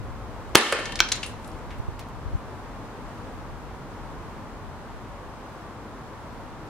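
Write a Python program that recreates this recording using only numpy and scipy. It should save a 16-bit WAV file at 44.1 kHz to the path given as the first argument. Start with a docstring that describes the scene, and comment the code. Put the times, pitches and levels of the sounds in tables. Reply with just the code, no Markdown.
"""A powder-actuated nail gun fires into a paving slab: the pin snaps, the charge blasts, steel rings on.
The slab splits and drops back, a chunk cracks down, chips bounce and grit patters; then a boot shuffles.
Patio walls and houses return the blows. Distant traffic and a breeze lie beneath.
The camera overloads on the shot and its gain control ducks and recovers."""
import sys
import numpy as np
from scipy import signal
from scipy.fft import rfft, irfft, next_fast_len
from scipy.io import wavfile
from scipy.ndimage import uniform_filter1d, map_coordinates

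SR = 44100
rng = np.random.default_rng(int(sys.argv[2]) if len(sys.argv) > 2 else 0)


def wav_out(sig):
    """Save sig, one row per channel (or a flat mono array), as 16-bit PCM at SR to the path in sys.argv[1]."""
    wavfile.write(sys.argv[1], SR, np.round(np.clip(np.atleast_2d(sig).T, -1, 1) * 32767).astype(np.int16))


N = 295029
TIME_S = np.arange(N) / SR


def amp(db):
    """Decibels to gain."""
    return 10 ** (np.asarray(db) / 20)


def unit_rms(x):
    """x at rms 1."""
    return x / np.sqrt(np.mean(x ** 2) + 1e-20)


def at_hz(rows, hz):
    """(Hz, value) rows read on a log axis."""
    knots_hz, values = np.transpose(rows)
    return np.interp(np.log(hz + 1), np.log(knots_hz + 1), values)


def curve(rows):
    """(s, value) rows as one value per sample."""
    return np.interp(TIME_S, *np.transpose(rows))


def wobble(rate_hz):
    """Smooth curve through random knots."""
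    return map_coordinates(rng.standard_normal(int(N * rate_hz / SR) + 4), [TIME_S * rate_hz])


def filtered(x, response):
    """x through a gain that depends on frequency."""
    size = next_fast_len(N + SR // 2)
    return irfft(rfft(x, size) * response(np.fft.rfftfreq(size, 1 / SR)), size)[..., :N]


def add(track, start_s, sound):
    """Mix a sound into a track."""
    part = track[..., round(start_s * SR):][..., :sound.shape[-1]]
    part += sound[..., :part.shape[-1]]


def mid_side(likeness, hz):
    """Mid and side gains for a left-right likeness."""
    angle = np.arccos(np.clip(at_hz(likeness, hz), -1, 1)) / 2
    return np.array([np.cos(angle), np.sin(angle)])


def stereo_noise(spectrum, likeness):
    """Coloured noise at rms 1 with a left-right likeness."""
    white = rng.standard_normal((2, N))
    mid, side = filtered(white, lambda hz: amp(at_hz(spectrum, hz)) * mid_side(likeness, hz))
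    return unit_rms(np.array([mid + side, mid - side]))


def impact(colour_db, t60_s, size=8192):
    """A dying burst of micro-impacts through a body's colour, with the energy of 5 ms at rms 1."""
    t = np.arange(size) / SR
    burst = rfft(rng.standard_normal(size) * amp(-60 * t / t60_s))
    flattened = burst / np.sqrt(np.abs(burst) * uniform_filter1d(np.abs(burst), size=40))
    cepstrum = irfft(np.log(amp(colour_db(np.fft.rfftfreq(size, 1 / SR))) + 1e-6))
    body = np.exp(rfft(2 * cepstrum * (t > 0) * (t < t[size // 2])))  # causal: rings only after the blow
    sound = irfft(flattened * body)[:size // 2]
    return sound / np.linalg.norm(sound) * np.sqrt(.005 * SR)


# Sound from all around. Each row: frequency in Hz, left-right likeness from -1 to 1.
DIFFUSE_LIKENESS = [(100, 1), (380, 0.91), (950, 0.86), (2400, 0.32), (6000, -0.21), (15000, -.05)]

def echoes(decay, build_s, low_cut_hz=226):
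    """A stereo tail of wall reflections that builds up, then dies at each band's own rate."""
    hz, t, bands = signal.stft(rng.standard_normal((2, SR)), SR, nperseg=256)
    bands = bands * amp(-60 * t / at_hz(decay, hz)[:, None]) * mid_side(DIFFUSE_LIKENESS, hz)[..., None]
    onset = 1 - np.exp(-(TIME_S[:SR] / build_s) ** 2)
    mid, side = signal.istft(bands, SR, nperseg=256)[1][:, :SR] * onset
    low_cut = signal.butter(N=3, Wn=low_cut_hz, btype="high", fs=SR, output="sos")
    tail = signal.sosfilt(low_cut, [mid + side, mid - side])
    return tail / np.linalg.norm(tail[0])


# Echo decay, near and far. Each row: frequency in Hz, t60 in seconds.
NEAR_DECAY = [(100, .1), (400, .22), (2000, 0.35), (6000, 0.14), (14000, 0.1)]
FAR_DECAY = [(100, 0.46), (400, .65), (1500, 0.61), (4000, 0.65), (8000, 0.55), (14000, 0.4)]

def patio(sound, pan_db, near_db, far_db, lag_samples_per_db=0.34):
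    """Direct sound plus echoes from ground and near walls, and from the houses around."""
    response = amp(near_db) * echoes(NEAR_DECAY, build_s=.004)
    response += amp(far_db) * echoes(FAR_DECAY, build_s=.026)
    side_db = np.array([[pan_db], [-pan_db]]) / 2
    lag = np.sinc(np.arange(-6, 7) + lag_samples_per_db * side_db)  # the nearer port hears it sooner
    add(response, 0, amp(side_db) * lag)
    return signal.fftconvolve(sound[None], response, axes=1)


# Traffic swell. Each row: time in seconds, relative level in dB.
TRAFFIC_LEVEL = [(1.4, -45.5), (1.43, -45), (2.03, -46.5), (3.11, -45), (3.89, -46.5), (3.92, -45),
                 (4.79, -46.5), (6.36, -46), (6.57, -47), (6.6, -46.5), (6.69, -46)]
# Traffic colour. Each row: frequency in Hz, relative density in dB.
TRAFFIC_SPECTRUM = [(53, -25.5), (90, -4), (136, -4.5), (172, -8.5), (238, -4.5), (289, -7), (367, -9.5),
                    (446, -9), (497, -9), (644, -11), (1010, -9), (2570, -26.5), (7100, -36.5),
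                    (12200, -44), (15800, -49)]

def traffic():
    """Distant traffic hums almost steadily from all around."""
    level_db = curve(TRAFFIC_LEVEL) + 5.5 + 0.25 * wobble(rate_hz=5)
    return amp(level_db) * stereo_noise(TRAFFIC_SPECTRUM, DIFFUSE_LIKENESS) * amp([[.3], [-.3]])


# Gusts. Each row: time in seconds, relative level in dB.
BREEZE_LEVEL = [(0, -36.5), (.25, -41.5), (.5, -41.5), (1.3, -45), (1.62, -42), (1.9, -41.5), (2.05, -45),
                (2.3, -39), (2.5, -44), (3.05, -45.5), (3.7, -44), (4.3, -44), (5.5, -48.5), (6.1, -46.5),
                (6.69, -48)]
# Wind rumble. Each row: frequency in Hz, relative density in dB.
BREEZE_SPECTRUM = [(15, -20), (28, -13.5), (42, 1.5), (55, -5), (100, -6), (160, -16.5), (300, -30.5),
                   (800, -58), (3000, -120)]
# Single eddies. Each row: centre in seconds, frequency in Hz, left peak in dB, right peak in dB.
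EDDY_BUMPS = [(1.802, 85, -25, -17.5), (1.888, 100, -22, -16.5), (2.261, 65, -21, -36),
              (2.283, 80, -21.5, -27), (2.337, 80, -25, -20), (2.354, 80, -11, -19)]

def breeze():
    """Wind buffets each microphone port on its own; an eddy sucks at one and presses on the other."""
    buffeting = amp(1.1 * np.array([wobble(rate_hz=15), wobble(rate_hz=6.7)]))
    rumble = unit_rms(buffeting * stereo_noise(BREEZE_SPECTRUM, likeness=[(40, .13), (150, .2)]))
    out = amp(curve(BREEZE_LEVEL) + 2) * rumble * amp([[1.2], [-1.2]])
    for centre_s, hz, left_db, right_db in EDDY_BUMPS:
        phase_squared = (np.pi * hz * (TIME_S - centre_s)) ** 2
        bump = (1 - 2 * phase_squared) * np.exp(-phase_squared)
        out += np.outer([-amp(left_db), amp(right_db)], bump)
    return out


# Scuffs. Each row: start in seconds, level in dB, t60 in seconds, tilt above 2 kHz in dB per octave.
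BOOT_SCUFFS = [(1.705, -42, 0.096, -9), (1.783, -57.5, .03, 4), (1.993, -41.5, 0.046, -1.5),
               (2.085, -58, .04, 4)]
# Sole on paving. Each row: frequency in Hz, relative density in dB.
SOLE_SPECTRUM = [(800, -16), (2000, -2.5), (3200, -1.5), (7000, -5), (15000, -12)]

def boot():
    """A sole scuffs and ticks on the gritty paving."""
    out = np.zeros((2, N))
    for start_s, db, t60_s, tilt_db in BOOT_SCUFFS:
        colour_db = lambda hz: at_hz(SOLE_SPECTRUM, hz) + tilt_db * np.log2(np.maximum(hz / 2000, 1))
        scuff = impact(colour_db, t60_s)
        add(out, start_s, amp(db) * patio(scuff, pan_db=-0.5, near_db=-2, far_db=-14.5))
    return out


# Falling grit. Each row: time in seconds, level in dB.
GRIT_LEVEL = [(1.15, -65.5), (1.24, -67), (1.265, -51.5), (1.3, -56.5), (1.37, -77.5), (1.43, -64.5),
              (1.48, -61), (1.56, -71), (1.75, -100)]
# Grain colour. 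Each row: frequency in Hz, relative density in dB.
GRIT_SPECTRUM = [(500, -50), (2000, -13), (6000, -5.5), (9500, -2), (11500, -10.5), (13000, -15.5),
                 (15500, -25.5)]

def grit(grains_per_s=4000):
    """Fine grains rain down after the chips."""
    landings = rng.random(N) < grains_per_s / SR
    grains = landings * rng.standard_normal(N) * amp(rng.normal(0, 2.5, (2, N)))
    patter = unit_rms(filtered(grains, lambda hz: amp(at_hz(GRIT_SPECTRUM, hz))))
    return amp(curve(GRIT_LEVEL)) * (TIME_S > GRIT_LEVEL[0][0]) * patter


# Chip landings. Each row: start in seconds, level in dB, t60 in seconds, left over right in dB,
# ring frequency in Hz, relative ring strength in dB.
CHIP_HITS = [(0.6105, -15, .012, 3, 3800, 2.5), (0.6643, -20, 0.03, 0, 3060, 25),
             (.8558, -30.5, 0.022, 4.5, 6000, -5), (.9215, -34.5, 0.027, 9.5, 2900, 1),
             (.9562, -29.5, .03, -3.5, 5440, -6), (.9908, -26, .02, 6, 2310, 8),
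             (1.039, -38, 0.025, 1.5, 4500, 6), (1.087, -32, 0.027, 6, 5500, -11),
             (1.1183, -19, 0.028, 1.5, 4000, -4), (1.1219, -19, 0.021, 4, 6400, 4),
             (1.155, -33, 0.068, 2, 7000, -11), (1.2302, -26, 0.074, 4.5, 2750, 6),
             (1.262, -36.5, 0.045, 4, 9700, 11), (1.4447, -48, .02, 8, 8000, -10),
             (1.4762, -50, .025, 1.5, 11400, 22), (1.516, -54, .02, 4, 5200, -3.5)]
# Chip colour. Each row: frequency in Hz, relative density in dB.
CHIP_SPECTRUM = [(410, -47), (700, -23), (1390, -11), (1750, -8), (2580, -9), (4200, -5.5), (5820, -10.5),
                 (6940, -10.5), (10200, -17.5), (12000, -29), (15000, -36)]

def chips(ring_width=.08):
    """Each flying chip clacks on the paving and rings at a pitch set by its size."""
    out = np.zeros((2, N))
    for start_s, db, t60_s, pan_db, ring_hz, ring_db in CHIP_HITS:
        def colour_db(hz):
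            resonance = amp(ring_db + 6.5) / (1 + ((hz / ring_hz - 1) / ring_width) ** 2)
            stone_db = at_hz(CHIP_SPECTRUM, hz) - at_hz(CHIP_SPECTRUM, ring_hz)
            return stone_db + 20 * np.log10(1 + resonance)
        clack = impact(colour_db, t60_s)
        add(out, start_s, amp(db) * patio(clack, pan_db, near_db=-7.5, far_db=-17.5))
    return out


# Stone modes. Each row: frequency in Hz, level in dB, t60 in seconds.
CHUNK_MODES = [(328, -28.5, .06), (870, -14, 0.014), (1260, -14, 0.021), (1530, -6.5, 0.02),
               (2270, -11.5, 0.02), (2660, -10.5, .012), (3170, -4.5, .012), (4100, -6, .007),
               (4600, -7, 0.0075), (5500, -2.5, 0.0067), (6400, -6.5, 0.0041)]
# Its edge on the paving. Each row: frequency in Hz, relative density in dB.
EDGE_SPECTRUM = [(200, -26), (1000, -3), (5500, 1), (8000, -10), (15000, -26)]

def chunk(start_s=1.0036, rock_s=.0052, pan_db=-1.7):
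    """One hard contact sets short stone modes ringing; the chunk rocks and touches again."""
    out, t = np.zeros((2, N)), TIME_S[:SR // 10]
    crack = sum((-1) ** k * amp(db - 60 * t / t60_s) * np.sin(2 * np.pi * hz * t)
                for k, (hz, db, t60_s) in enumerate(CHUNK_MODES))
    add(crack, 0, amp(-18.5) * impact(lambda hz: at_hz(EDGE_SPECTRUM, hz), t60_s=.0035))
    add(out, start_s, patio(crack, pan_db, near_db=-12, far_db=-18.5))
    add(out, start_s + rock_s, amp(-14.5) * patio(crack, pan_db, near_db=-11, far_db=-16))
    return out


# Slab landings. Each row: start in seconds, level in dB, t60 in seconds, left over right in dB.
SLAB_DROPS = [(0.7236, -8.5, 0.024, -1), (.788, -24, .04, 4)]
# Slab colour. Each row: frequency in Hz, relative density in dB.
SLAB_SPECTRUM = [(90, -49), (180, -16.5), (330, -9.5), (455, 2.5), (600, -1), (880, -12.5), (1310, -2.5),
                 (1900, -7), (3100, -12.5), (3850, -21), (4400, -15.5), (6000, -24), (9050, -18.5),
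                 (14000, -42.5)]

def slab():
    """The broken slab knocks on the one beneath."""
    out = np.zeros((2, N))
    for start_s, db, t60_s, pan_db in SLAB_DROPS:
        knock = impact(lambda hz: at_hz(SLAB_SPECTRUM, hz), t60_s)
        add(out, start_s, amp(db) * patio(knock, pan_db, near_db=-5.5, far_db=-14))
    return out


def squeal(start_s=.5705, end_s=.59, hz=10100, db=-15):
    """A thin metallic squeal follows the blast."""
    gate = uniform_filter1d(((TIME_S > start_s) & (TIME_S < end_s)).astype(float), size=120)
    return amp(db) * gate * np.sin(2 * np.pi * hz * TIME_S + .7 * wobble(rate_hz=300))


# Steel modes. Each row: frequency in Hz, level in dB, t60 in seconds.
STEEL_MODES = [(433, -25, .55), (517, -25, .5), (1310, -34, .6), (1580, -30, 0.93), (1770, -24, 1.002),
               (1800, -23, 1.05), (2196, -26, .9), (2530, -29, .8), (2772, -24, 0.87), (3046, -26, 0.83),
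               (3111, -22.5, 0.91), (3607, -30.5, .6), (4287, -39, .8), (5823, -45.5, 1.0),
               (8230, -51.5, .9), (10050, -31.5, .55)]

def steel(start_s, attack_s=.006):
    """The shot sets the tool and the beam beside it ringing."""
    out, t = np.zeros((2, N)), TIME_S[:2 * SR]
    for hz, db, t60_s in STEEL_MODES:
        phase = rng.uniform(0, 2 * np.pi) + rng.normal(0, .4, (2, 1))
        envelope = amp(db - 60 * t / t60_s) * (1 - np.exp(-t / attack_s))
        add(out, start_s, envelope * np.sin(2 * np.pi * hz * t + phase))
    return out


# Pin, charge, piston, wall slap. Each row: start in seconds, level in dB, t60 in seconds.
SHOT_BLOWS = [(0.5496, -16.5, 0.053), (0.5536, 11.5, 0.013), (.5572, 0.5, 0.0056), (0.571, -4, .02)]
# Blast colour. Each row: frequency in Hz, relative density in dB.
BLAST_SPECTRUM = [(24, -44.5), (45, -23), (110, -8.5), (200, -1), (340, 1.5), (500, -4.5), (700, -5),
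                  (1130, -2), (2450, -6.5), (3080, -6), (3850, -7), (5700, -12), (8500, -15), (15500, -33)]

def nail_gun():
    """The pin snaps, the charge fires, the piston slams home and a wall slaps back."""
    out = np.zeros((2, N))
    for start_s, db, t60_s in SHOT_BLOWS:
        bang = impact(lambda hz: at_hz(BLAST_SPECTRUM, hz), t60_s)
        add(out, start_s, amp(db) * patio(bang, pan_db=1, near_db=-9.5, far_db=-15))
    return out


def scene():
    """Everything that reaches the camera."""
    charge_s = SHOT_BLOWS[1][0]
    shot = nail_gun() + steel(charge_s) + squeal()
    debris = slab() + chunk() + chips() + grit()
    return shot + debris + boot() + traffic() + breeze()


def gain_control(x, threshold_db, release_db_per_s, attack_s):
    """Peaks over the threshold pull the gain down fast; it creeps back at a steady rate."""
    rms = np.sqrt(np.abs(uniform_filter1d(np.mean(x ** 2, axis=0), size=88)))
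    over_db = np.maximum(20 * np.log10(rms + 1e-9) - threshold_db, 0)
    release_db = release_db_per_s * TIME_S
    held_db = np.maximum.accumulate(over_db + release_db) - release_db
    pole = np.exp(-1 / (attack_s * SR))
    return x * amp(-signal.lfilter([1 - pole], [1, -pole], held_db))


def record(dry):
    """The camera ducks its gain, clips what gets through and cuts everything above its band limit."""
    band_limit_hz = 15830
    ducked = gain_control(dry, threshold_db=-1, release_db_per_s=46.5, attack_s=.002)
    clipped = np.clip(ducked, -1, 1)
    return filtered(clipped, lambda hz: 1 / (1 + (hz / band_limit_hz) ** 120))


dry = scene()
out = record(dry)
wav_out(out)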